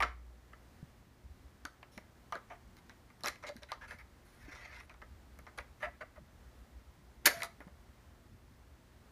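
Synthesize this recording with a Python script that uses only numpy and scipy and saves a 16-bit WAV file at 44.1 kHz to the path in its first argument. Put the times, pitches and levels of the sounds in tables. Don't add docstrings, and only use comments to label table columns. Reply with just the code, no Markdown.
import sys
import numpy as np
from scipy import signal
from scipy.fft import rfft, irfft, next_fast_len
from scipy.io import wavfile
from scipy.ndimage import uniform_filter1d

SR = 44100
rng = np.random.default_rng(int(sys.argv[2]) if len(sys.argv) > 2 else 0)


def file_out(sig):
    cols = np.atleast_2d(sig).T
    lim = np.clip(cols, -1, 1)
    pcm = np.round(lim * 32767).astype(np.int16)
    wavfile.write(sys.argv[1], SR, pcm)


N = 401880

# nominal frequency in Hz, relative level in dB, t60 in s.
CASE = [(945, 1, 0.038), (1087.5, 0.85, 0.033), (1205, 1, 0.038), (1326, 0.29, 0.035), (1457, -1, .025),
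        (1549, -1.2, .025), (1643, 0, 0.03), (1771, 0, 0.028), (1952, 0, .03), (2070, 1.5, 0.028),
        (2227, 0, .025), (2444, 0, 0.021), (2720, -1.4, 0.017), (2980, -4, 0.018)]
# nominal frequency in Hz, relative level in dB, t60 in s.
HOLLOW = [(364, -11, 0.03), (419, -3, .035), (516, -1, 0.036), (601, -0.5, .045), (680.6, -2.5, 0.035),
          (810, -4, .035)]
# nominal frequency in Hz, relative level in dB, t60 in s.
BRIGHT = [(3350, -4.5, .006), (3730, -1, 0.0074), (4070, 0, 0.0099), (4434, 0.5, 0.0077), (4750, 1, .006),
          (5330, 1, 0.006), (5660, -0.5, 0.0063), (6155, -4.5, 0.0054), (6970, -6.5, 0.0056)]
# nominal frequency in Hz, relative level in dB, t60 in s.
CRISP = [(7680, -5, 0.003), (8430, -4, 0.0018), (9750, -3.5, 0.0038), (10160, -1.5, 0.0027),
         (11400, -2.5, 0.0037), (12600, -5.5, .002), (13900, -4.5, 0.0022), (15000, -7.5, 0.0018)]
PARTS = CASE, HOLLOW, BRIGHT, CRISP


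def undb(db):
    return 10 ** (np.asarray(db) / 20)


def unit(x):
    return x / np.sqrt(np.mean(x ** 2))


def fade(t, t60):
    return np.exp(-np.log(1000) * t / t60)


def add(out, start_s, x):
    i = int(start_s * SR)
    out[i:i + len(x)] += x[:N - i]


def slow(rate_hz):
    return unit(uniform_filter1d(rng.standard_normal(N), size=int(SR / rate_hz)))


def ring(modes, chance, focus_hz=None):
    focus_octaves, focus_db = 0.5, 10
    hz, db, t60 = np.transpose(modes)[:, :, None]
    if focus_hz:
        db = db + focus_db * np.exp(-(np.log2(hz / focus_hz) / focus_octaves) ** 2)
    t = np.arange(int(t60.max() * SR) + 1) / SR
    detune, weigh = chance[:2 * len(modes)].reshape(2, -1, 1)
    push = np.minimum(t * hz / 1.5, 1) ** 2
    tones = np.sin(2 * np.pi * hz * (1 + 0.016 * detune) * t)
    return (undb(db + 1.8 * weigh) * push * fade(t, t60) * tones).sum(axis=0)


def contacts(table, rise, sparse):
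    level_ms = 8
    out = np.zeros(N)
    size = SR // 8
    chance = rng.standard_normal((len(table), size))
    places = rng.standard_normal((len(table), 4, 32))
    for row, grit, place in zip(table, chance, places):
        start_s, db, focus_hz, hollow_db, bright_db, crisp_db, ms = row
        u = np.arange(min(int(ms * SR / 700) + 1, size)) / (ms * SR / 1000)
        hits = grit[:len(u)]
        envelope = np.minimum((u + .01) / rise, 1) * np.exp(-u ** 4)
        impacts = np.abs(hits) ** sparse * np.sign(hits) * envelope
        root_samples = np.sqrt(max(ms, level_ms) * SR / 1000)
        shares_db = 0, hollow_db, bright_db, crisp_db
        for share_db, modes, at, hz in zip(shares_db, PARTS, place, (focus_hz, None, None, None)):
            part = signal.fftconvolve(impacts, ring(modes, at, hz))
            add(out, start_s, undb(db + share_db) * root_samples * part / np.linalg.norm(part))
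    return out


def background():
    # frequency in Hz, relative density in dB per Hz.
    air_rows = [(20, -23.5), (43, -3.5), (62, 0), (85, -3.5), (100, -12.5), (150, -17), (210, -15),
                (400, -23.5), (760, -25), (1950, -30), (2500, -35), (4500, -38), (10500, -44.5),
                (15500, -45.5)]
    # time in s, relative level in dB.
    rumble_rows = [(0, -63), (1.1, -66), (1.9, -65), (2.8, -65.5), (4.4, -60), (5.7, -63.5), (7, -62),
                   (8, -63.5), (9.11, -64)]
    # frequency in Hz, level in dB rms ahead of the waver.
    hum_rows = [(60, -73.5), (120, -71.5), (240, -79.5), (360, -81.5)]
    air_db = -64
    lumpy_db, lumps_per_s = 2, 4.6
    size = next_fast_len(N)
    f, t = np.fft.rfftfreq(size, 1 / SR), np.arange(N) / SR
    hz, db = np.transpose(air_rows)
    noise = rfft(rng.standard_normal(size)) * undb(np.interp(np.log(f + 1), np.log(hz), db))
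    low = 1 / (1 + (f / 88) ** 12)
    air, rumble = (unit(irfft(noise * share, size)[:N]) for share in (1 - low, low))
    dull = signal.lfilter(*signal.butter(2, 330, fs=SR), air)
    air = air + (undb(3.9 * slow(12) - 1) - 1) * dull
    rumble = rumble / np.sqrt(uniform_filter1d(rumble ** 2, size=int(.3 * SR)) + 0.35)
    hum = sum(undb(g) * np.sqrt(2) * np.sin(2 * np.pi * h * t) for h, g in hum_rows)
    air = undb(air_db + 0.77 * slow(2.5)) * air
    rumble_db = np.interp(t, *np.transpose(rumble_rows)) + lumpy_db * slow(lumps_per_s)
    return air + undb(rumble_db) * rumble + undb(0.98 * slow(4)) * hum


def thuds():
    # start in s, level in dB ahead of the decay, frequency in Hz.
    thud_rows = [(0.828, -36.5, 145), (1.65, -44.5, 288), (1.974, -42.5, 214), (2.665, -69, 170),
                 (3.242, -44, 233), (3.557, -43.5, 235), (4.482, -44, 292), (7.268, -33, 323.8),
                 (7.604, -46, 293), (7.668, -42, 183.7)]
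    # start in s, level in dB ahead of the decay, frequency in Hz, t60 in s.
    wobble = (0, -41, 59.5, 1.6)
    thud_t60_s = 0.063
    out = np.zeros(N)
    for start_s, db, hz, t60 in [(*row, thud_t60_s) for row in thud_rows] + [wobble]:
        t = np.arange(int(t60 * SR) + 1) / SR
        swing = np.minimum(4 * t * hz, 1) * fade(t, t60) * np.sin(2 * np.pi * hz * t)
        add(out, start_s, undb(db) * swing)
    return out


def taps():
    # start in s, case part level in dB, favoured case pitch in Hz, then in dB re the
    tap_rows = [(0.003, -29, 1220, -15, -21, -37, -14), (0.0233, -30.5, 1800, -16, -15.5, -26, -11.5),
                (0.031, -30, 1190, -17, -11.5, -39, -16.5), (0.5315, -52.5, 1500, -10, -29, -29, -18),
                (1.652, -40.5, 1500, -25, -7.5, -16.5, -17.5), (1.8287, -51.5, 1350, -11, -16, -31, -16),
                (1.977, -47.5, 1790, -4.5, -10, -16.5, -24), (2.3232, -35, 1340, -27, -17.5, -27, -13),
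                (2.3534, -40.5, 1410, -5.5, -16.5, -26, -12), (2.7679, -64, 1740, -16, -2.5, -7, -4),
                (2.8951, -54, 2190, -26, -7, -24, -12), (3.101, -61, 1750, -13, -15, -20, -19),
                (3.2074, -63, 1500, -11, -3, -6, -12), (3.2354, -49.5, 1360, 4, 6.5, -5, -5),
                (3.243, -39.5, 1270, -14, -15, -25, -8), (3.2588, -36.5, 1840, -5, -3.5, -11, -4),
                (3.2738, -45.5, 1760, -17, -12, -4, -9), (3.2826, -41, 1880, -11, 2, -8, -20),
                (3.3566, -56.5, 2000, -9, -11, -21, -24), (3.4376, -45.5, 1620, -17, -16, -30, -6),
                (3.4744, -57, 2520, -14, -6, -14, -9), (3.4906, -49.5, 1610, 2, -4.5, -18, -13),
                (3.565, -57, 1960, -14, -3, -8, -11), (3.6321, -56, 1860, -11, 3, -14, -20),
                (3.7181, -37, 1290, -15, -9, -25, -15), (3.9083, -46, 1730, -12, -15, -23, -6.5),
                (4.8015, -52.5, 2020, -25, -13, -19, -14), (4.8956, -53.5, 1670, -13, -13, -25, -7.5),
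                (4.941, -59.5, 1670, -8, -12, -21, -19), (5.017, -50, 1700, -11, -20, -32, -18),
                (5.0225, -56, 1360, -1.5, -17, -32, -17), (5.3884, -57, 1560, -3, -12, -6.5, -15),
                (5.4663, -51.5, 1600, -4.5, -16, -33, -8), (5.5857, -39.5, 2150, -10, -13, -19, -15),
                (7.2568, -33.5, 1900, -20, 5, -3, -15), (7.26, -28, 1930, -25, 4, 1.5, -15),
                (7.2661, -32, 1700, -9, 1, -7, -8), (7.2724, -28, 1770, -7, -7, -15, -15),
                (7.4041, -45.5, 1730, -8, -10, -19, -8.5), (7.42, -35, 2130, -20, -14.5, -20, -15),
                (7.4318, -39.5, 1370, -13, -3.5, -4.5, -11.5), (7.444, -57, 1580, -2, 2, -2, -11.5),
                (7.6039, -52.5, 1470, -1.5, -22, -21, -7.5), (7.674, -60.5, 1350, 2, -21.5, -18.5, -22.5)]
    blow_ms = 1.07
    rattle_late_s, rattle_ms = 0.004, 24
    rattle_hollow_db, rattle_dull_db = -7, -1.5
    s, db, hz, hollow_db, bright_db, crisp_db, rattle_db = np.transpose(tap_rows)
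    every = np.ones(len(s))
    blows = np.transpose([s, db, hz, hollow_db, bright_db, crisp_db, blow_ms * every])
    rattles = np.transpose([s + rattle_late_s, db + rattle_db, hz, rattle_hollow_db * every,
                            bright_db + rattle_dull_db, crisp_db + rattle_dull_db, rattle_ms * every])
    return contacts(blows, rise=0.044, sparse=2.5) + contacts(rattles, rise=0.14, sparse=2.1)


def scrapes():
    # start in s, case part level in dB, favoured case pitch in
    # Hz, hollow, bright and crisp parts in dB re the case part, nominal length in ms (cut at 125 ms).
    scrape_rows = [(0.004, -30.5, 1130, -19, -26, -26, 11.3), (0.024, -29, 1260, -16, -19, -31, 7.4),
                   (0.045, -54, 1510, -12, -15, -25, 50), (1.915, -77, 1630, 4, 6, 1, 83),
                   (2.497, -53, 1380, 1.5, -21, -33, 37), (2.535, -62, 1280, -8, -23, -29, 25),
                   (3.31, -61, 1900, -14, -18, -21, 27), (3.424, -54.5, 1500, -10, -12, -25, 14),
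                   (3.465, -51, 2000, -4, -3.5, -20, 32), (3.62, -59.5, 1760, -4, -5.5, -19, 22),
                   (3.684, -56, 1730, -18, -15, -21, 55), (3.81, -52, 1640, -13, -17, -30, 51),
                   (3.874, -56.5, 1890, -12, -12, -15, 78), (3.983, -56.5, 1730, -19, -15, -19, 35),
                   (5.575, -48.5, 1510, -2.5, -10, -13.5, 10), (5.8, -56.5, 1700, -12, -14, -23, 26),
                   (5.821, -39.5, 1530, -14.5, -23.5, -30.5, 41), (5.866, -57.5, 1510, -1, -26, -35, 27),
                   (6.006, -46, 1590, -8, -22, -33, 23), (6.155, -61.5, 1450, -6, -24, -26, 30),
                   (7.247, -48, 2450, 1, -14, -21, 7.2), (7.2555, -25, 1900, -14, -6, -0.5, 19),
                   (7.285, -46, 1720, -2, -6, -9, 35), (7.32, -58.5, 1730, -13, -6, -8, 260)]
    return contacts(scrape_rows, rise=0.08, sparse=2.1)


def room(x):
    room_db, room_t60_s, room_dull_hz = -16, .27, 8000
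    t = np.arange(SR // 2) / SR
    tail = rng.standard_normal(len(t)) * fade(t, room_t60_s) * np.minimum(t / .008, 1)
    tail = signal.lfilter(*signal.butter(1, room_dull_hz, fs=SR), tail)
    return undb(room_db) * signal.oaconvolve(x, tail / np.linalg.norm(tail))[:N]


def bumps():
    # middle in s, peak in dB, frequency in Hz.
    bump_rows = [(1.26, -46.5, 60.4), (1.315, -46, 67.5), (1.46, -48, 63.6), (1.65, -54.5, 66),
                 (2.67, -51, 62), (3.31, -51.5, 62), (4.04, -49, 66), (4.55, -51, 59.6), (4.8, -50, 63.6),
                 (5.13, -47, 65.5), (5.33, -47.5, 62), (5.61, -46, 63), (5.71, -49, 62), (5.891, -51, 65),
                 (6.191, -48.5, 59), (6.47, -50.5, 60), (6.62, -51, 56), (6.77, -47.5, 62),
                 (6.888, -53, 71), (7.19, -52, 60), (7.74, -49.5, 64.3), (8.08, -53, 72), (8.73, -50, 68.2)]
    half_width_s = 0.019
    out = np.zeros(N)
    t = np.arange(-3 * half_width_s, 3 * half_width_s, 1 / SR)
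    for middle_s, db, hz in bump_rows:
        bump = np.exp(-(t / half_width_s) ** 2) * np.cos(2 * np.pi * hz * t)
        add(out, middle_s + t[0], undb(db) * bump)
    return out


def spring():
    # start in s, level in dB ahead of sag and waver, frequency in Hz, length in ms.
    spring_rows = [(2.33, -43.5, 674, 38), (3.436, -47, 592, 28), (3.489, -43.5, 585, 48),
                   (3.622, -51, 586, 18), (5.828, -39, 609, 34), (5.866, -40.5, 700, 27),
                   (6.009, -45, 617, 12), (6.03, -45, 640, 11), (6.178, -54.5, 602, 18),
                   (7.325, -47.5, 676, 170)]
    out, waver = np.zeros(N), undb(2.4 * slow(90))
    for start_s, db, hz, ms in spring_rows:
        t = np.arange(int(ms * SR / 600)) / SR
        u = 1000 * t / ms
        envelope = undb(db - 3.5 * u) * np.minimum(8 * u, 1) * np.exp(-u ** 6)
        add(out, start_s, envelope * np.sin(2 * np.pi * hz * t))
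    return out * waver


def slide():
    # time in s, case part level in dB.
    slide_rows = [(4.25, -75.5), (4.475, -62), (4.525, -53.5), (4.615, -57), (4.66, -52.5), (4.7, -60),
                  (4.73, -53.5), (4.812, -57.5), (4.86, -73)]
    focus_hz = 1850
    hollow_db, bright_db = -11, -9
    crisp_db = -77.5
    s, db = np.transpose(slide_rows)
    t = np.arange(int(s[0] * SR), int(s[-1] * SR)) / SR
    level_db = np.interp(t, s, db)
    grit = rng.standard_normal(N)
    slips = (grit * np.abs(grit) ** 1.4 * undb(1.5 * slow(77)))[:len(t)]
    places = 1.1 * rng.standard_normal((20, 2 * len(CASE)))
    along = (len(places) - 1) * (t - t[0]) / (t[-1] - t[0])
    shares_db = 0, hollow_db, bright_db + 2.0 * slow(20)[:len(t)], crisp_db - level_db
    rub = np.zeros(len(t))
    for share_db, modes, hz in zip(shares_db, PARTS, (focus_hz, None, None, None)):
        part = np.zeros(len(t))
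        for k, at in enumerate(places):
            here = np.sqrt(np.maximum(1 - np.abs(along - k), 0))
            part += signal.fftconvolve(slips * here, ring(modes, at, hz))[:len(t)]
        rub += undb(share_db) * unit(part)
    out = np.zeros(N)
    add(out, s[0], undb(level_db) * rub)
    return out


def scene():
    near = taps() + scrapes() + slide()
    return (near + room(near) + spring() + thuds() + bumps() + background())[None]


def record(dry):
    top_hz = 15450
    return signal.sosfilt(signal.ellip(10, .2, 60, top_hz, fs=SR, output="sos"), dry)


dry = scene()
out = record(dry)
file_out(out)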